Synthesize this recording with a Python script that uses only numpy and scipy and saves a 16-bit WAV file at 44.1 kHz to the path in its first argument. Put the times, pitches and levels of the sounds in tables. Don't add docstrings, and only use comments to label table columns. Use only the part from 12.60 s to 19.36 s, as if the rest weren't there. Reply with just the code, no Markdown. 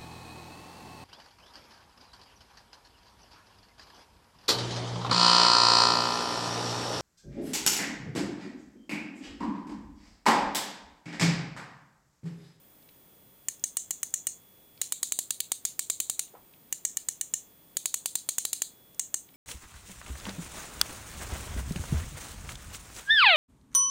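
import sys
import numpy as np
from scipy import signal
from scipy.fft import rfft, irfft, next_fast_len
from scipy.io import wavfile

SR = 44100
rng = np.random.default_rng(int(sys.argv[2]) if len(sys.argv) > 2 else 0)


def unload_audio(sound):
    columns = np.transpose(np.atleast_2d(sound))
    steps = np.round(np.clip(columns, -1, 1) * 32767)
    wavfile.write(sys.argv[1], SR, steps.astype(np.int16))


N = 298116
TIME = np.arange(N) / SR
AGE = np.arange(int(.3 * SR)) / SR


def undb(db):
    return 10 ** (np.asarray(db) / 20)


def unit(x):
    return x / np.sqrt(np.mean(x ** 2))


def add(track, s, sound):
    start = int(s * SR)
    track[start:start + len(sound)] += sound[:len(track) - start]


def colour(x, points):
    hz, db = np.transpose(points)
    size = 2 * next_fast_len(len(x) // 2 + 1)
    bins = np.maximum(np.fft.rfftfreq(size, 1 / SR), 1)
    gain = undb(np.interp(np.log(bins), np.log(hz), db))
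    cepstrum = irfft(np.log(gain))[:size // 2]
    cepstrum[1:] *= 2
    return irfft(rfft(x, size) * np.exp(rfft(cepstrum, size)))[:len(x)]


def band_noise(hz, q):
    b, a = signal.iirpeak(hz, q, SR)
    noise = rng.standard_normal(len(AGE))
    return unit(signal.lfilter(b, a, signal.lfilter(b, a, noise)))


def whine(hz, db, wander_hz, turns_per_s=12):
    turns = rng.standard_normal(int(turns_per_s * N / SR) + 2)
    pitch_hz = hz + wander_hz * np.interp(TIME * turns_per_s, np.arange(len(turns)), turns)
    return np.sqrt(2) * undb(db) * np.sin(2 * np.pi * np.cumsum(pitch_hz) / SR)


def background():
    # pitch_hz, gain_db
    noise_shape = [(25, -2), (60, 4), (130, 8.5), (280, 5), (600, -2.5), (1500, -13.5), (3500, -15.5),
                   (5500, -18.5), (8000, -15.5), (9900, -10), (11800, -18.5), (14200, -18), (15000, -16),
                   (15700, -60)]
    # pitch_hz, level_db, wander_hz
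    steady_whines = [(3262, -84, 2), (14947, -62, 1), (15004, -77, 3), (14889, -78, 3), (15176, -81, 15)]
    # time_s, level_db
    swell = [(0.1, -77.5), (0.6, -76.5), (1.98, -71), (3.92, -81), (5.01, -74.5), (6.26, -69), (6.71, -82)]
    out = undb(-58) * unit(colour(rng.standard_normal(N), noise_shape))
    for hz, db, wander_hz in steady_whines:
        out += whine(hz, db, wander_hz)
    swell_db = np.interp(TIME, *np.transpose(swell))
    return out + whine(3398.5, swell_db, wander_hz=2)


def room_echo(x, fade_s=0.2, build_s=0.031, early_db=-6, grain=0.5):
    echoes = rng.standard_normal(len(AGE)) * np.exp(grain * rng.standard_normal(len(AGE)))
    build_up = undb(early_db * np.exp(-(AGE / build_s) ** 2))
    tail = echoes * build_up * np.exp(-np.log(1000) * AGE / fade_s)
    # pitch_hz, gain_db
    shape = [(1000, -18.5), (2200, -8.5), (3000, -9), (4050, -3.5), (5200, -3), (7000, -5.5),
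             (14000, -8.5)]
    tail = colour(tail / np.sqrt(np.sum(tail ** 2)), shape)
    return undb(-6) * signal.fftconvolve(x, tail)[:len(x)]


def ring(notes):
    out = 0
    for hz, db, fade_s in notes:
        scatter_db, detune, phase = rng.standard_normal(3) * [1.5, .005, np.pi]
        wave = np.sin(2 * np.pi * hz * (1 + detune) * AGE + phase)
        out = out + undb(db + scatter_db) * wave * np.exp(-np.log(1000) * AGE / fade_s)
    return out


def handling(tick_s=0.0027):
    # start_s, level_db, pitch_hz, spool_ring_db
    ticks = [(0.2258, -55.5, 3360, -16), (0.289, -47, 3170, -27), (0.9957, -47, 7850, -40),
             (1.505, -46, 8700, -41), (2.176, -50.5, 3500, -20), (3.679, -52, 2900, -25),
             (3.9365, -50, 2840, -30), (6.3455, -47, 7740, -34), (6.6893, -51, 2860, -26),
             (6.7413, -53.5, 2350, -2)]
    # pitch_hz, level_db, fade_s
    spool_notes = [(2283, 0, .25), (5292, -8, .25), (7747, -7, .25), (10750, -14, .15)]
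    # start_s, level_db, pitch_hz, decay_s
    bumps = [(3.738, -48, 527, 0.022), (3.750, -50.5, 840, 0.035)]
    out = np.zeros(N)
    for start_s, db, hz, ring_db in ticks:
        click = band_noise(hz, q=1.6) * np.exp(-AGE / tick_s)
        tick = undb(db) * (click + undb(ring_db) * ring(spool_notes))
        add(out, start_s, tick + room_echo(tick))
    for start_s, db, hz, decay_s in bumps:
        add(out, start_s, undb(db) * band_noise(hz, q=1.7) * np.exp(-AGE / decay_s))
    return out


def crack(shape, decay_s=0.0014):
    return undb(-4) * unit(colour(rng.standard_normal(len(AGE)), shape)) * np.exp(-AGE / decay_s)


def pawl(thud_hz=320, thud_s=0.0003, fizz_s=0.0005, bounce_s=0.003):
    # start_s, strength_db
    snaps = [(0.8847, -6.5), (1.0393, -0.9), (1.1693, -0.5), (1.3075, -4), (1.431, -7.5), (1.5398, -0.5),
             (1.669, -1.7), (2.2152, -4), (2.3224, -4), (2.4299, -3), (2.5213, -2.5), (2.589, -2.5),
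             (2.7064, -3.5), (2.8035, -8.5), (2.9183, -2), (3.0514, -3.5), (3.1928, -3), (3.2996, -0.5),
             (3.4016, -3.1), (3.4977, -3.5), (3.5933, -4), (4.126, -8), (4.2504, -1), (4.37, -4),
             (4.4865, -4.9), (4.6115, -6.5), (4.7382, -2.5), (5.169, -2.5), (5.2568, -3), (5.3417, -2.5),
             (5.4583, -4), (5.5543, -2.7), (5.6893, -3), (5.7825, -1.8), (5.8514, -6), (5.9305, -5.5),
             (6.0196, -3), (6.395, -2.4), (6.5424, -1)]
    # start_s, end_s
    backward_spans = [(2.0, 3.8), (5.0, 6.2)]
    # pitch_hz, gain_db
    crack_shape = [(1500, -39), (2800, -23), (4000, -14), (5100, -22.5), (5700, -15.5), (6250, -2.5),
                   (7250, 2), (7800, -3.5), (8900, -4.5), (9900, -10), (11000, -9), (13300, -13),
                   (15500, -15)]
    # pitch_hz, forward_db, backward_db, fade_s
    reel_notes = [(1824, -25.5, -42, 0.037), (2002, -25, -37.5, 0.019), (2302, -30, -38.5, 0.043),
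                  (2930, -15.5, -28.5, 0.02), (3824, -41, -23, 0.017), (4226, -30.5, -39, 0.1),
                  (4480, -43, -45, 0.009), (6020, -15, -18, 0.011), (6560, -8, -12, 0.01),
                  (6760, -5, -3, 0.01), (7316, -2.5, -3.5, 0.01), (8210, -28, -4.5, 0.0064),
                  (8832, -4, -6, 0.015)]
    # pitch_hz, gain_db
    bounce_shape = [(4500, -8.5), (6000, 0)]
    # pitch_hz, forward_db, backward_db, growth (dB per dB of strength)
    contact = [(3000, -4, 4, -0.12), (3520, -4.5, 4, 0.28), (4600, -6, 3.5, 0), (5950, 0, -2, 0.87),
               (7800, 0.5, 1.5, 1), (9100, -3, 1, .5), (10600, -6, -1.33, 0.17)]
    out = np.zeros(N)
    blow = colour(signal.unit_impulse(len(AGE)), crack_shape)
    blow = undb(9) * blow / np.sqrt(np.sum(blow ** 2))
    thud = np.cos(2 * np.pi * thud_hz * AGE) * np.exp(-AGE / thud_s)
    for start_s, strength_db in snaps:
        backward = any(start < start_s < end for start, end in backward_spans)
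        notes = [(hz, back_db if backward else forward_db, fade_s)
                 for hz, forward_db, back_db, fade_s in reel_notes]
        ringing = undb(-13) * ring(notes)
        strike, bounce = crack(crack_shape), crack(crack_shape)
        fizz = undb(-9) * band_noise(hz=14900, q=4.5) * np.exp(-AGE / fizz_s)
        direct = strike + ringing + fizz
        add(direct, bounce_s * rng.uniform(.88, 1.12), undb(-9) * colour(bounce, bounce_shape))
        snap_shape = [(hz, (back_db if backward else forward_db) + growth * strength_db)
                      for hz, forward_db, back_db, growth in contact]
        thud_db = strength_db + (-15.5 if backward else -24) + 2.5 * rng.standard_normal()
        snap = colour(direct + room_echo(blow + ringing), snap_shape)
        add(out, start_s, snap + undb(thud_db) * thud)
    return out


def scene():
    return (pawl() + handling() + background())[None]


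def record(dry, ceiling=.15, smooth_s=.006, top_hz=15680):
    # pitch_hz, gain_db
    recorder_shape = [(30, -7.5), (110, -7), (700, -2), (2000, 0.5), (9000, -0.5), (13000, -3.5),
                      (15000, 1)]
    fine = signal.resample_poly(dry[0], 4, 1)
    flattened = fine / (1 + (fine / ceiling) ** 8) ** (1 / 8)
    clipped = signal.resample_poly(flattened, 1, 4)
    carry_over = np.exp(-1 / (smooth_s * SR))
    loudness = np.abs(clipped)
    for _ in range(2):
        loudness = signal.lfilter([1 - carry_over], [1, -carry_over], loudness)
    out = colour(clipped / (1 + 7 * loudness), recorder_shape)
    top_cut = signal.ellip(8, .2, 70, top_hz, fs=SR, output="sos")
    return signal.sosfilt(top_cut, out)[None]


dry = scene()
out = record(dry)
unload_audio(out)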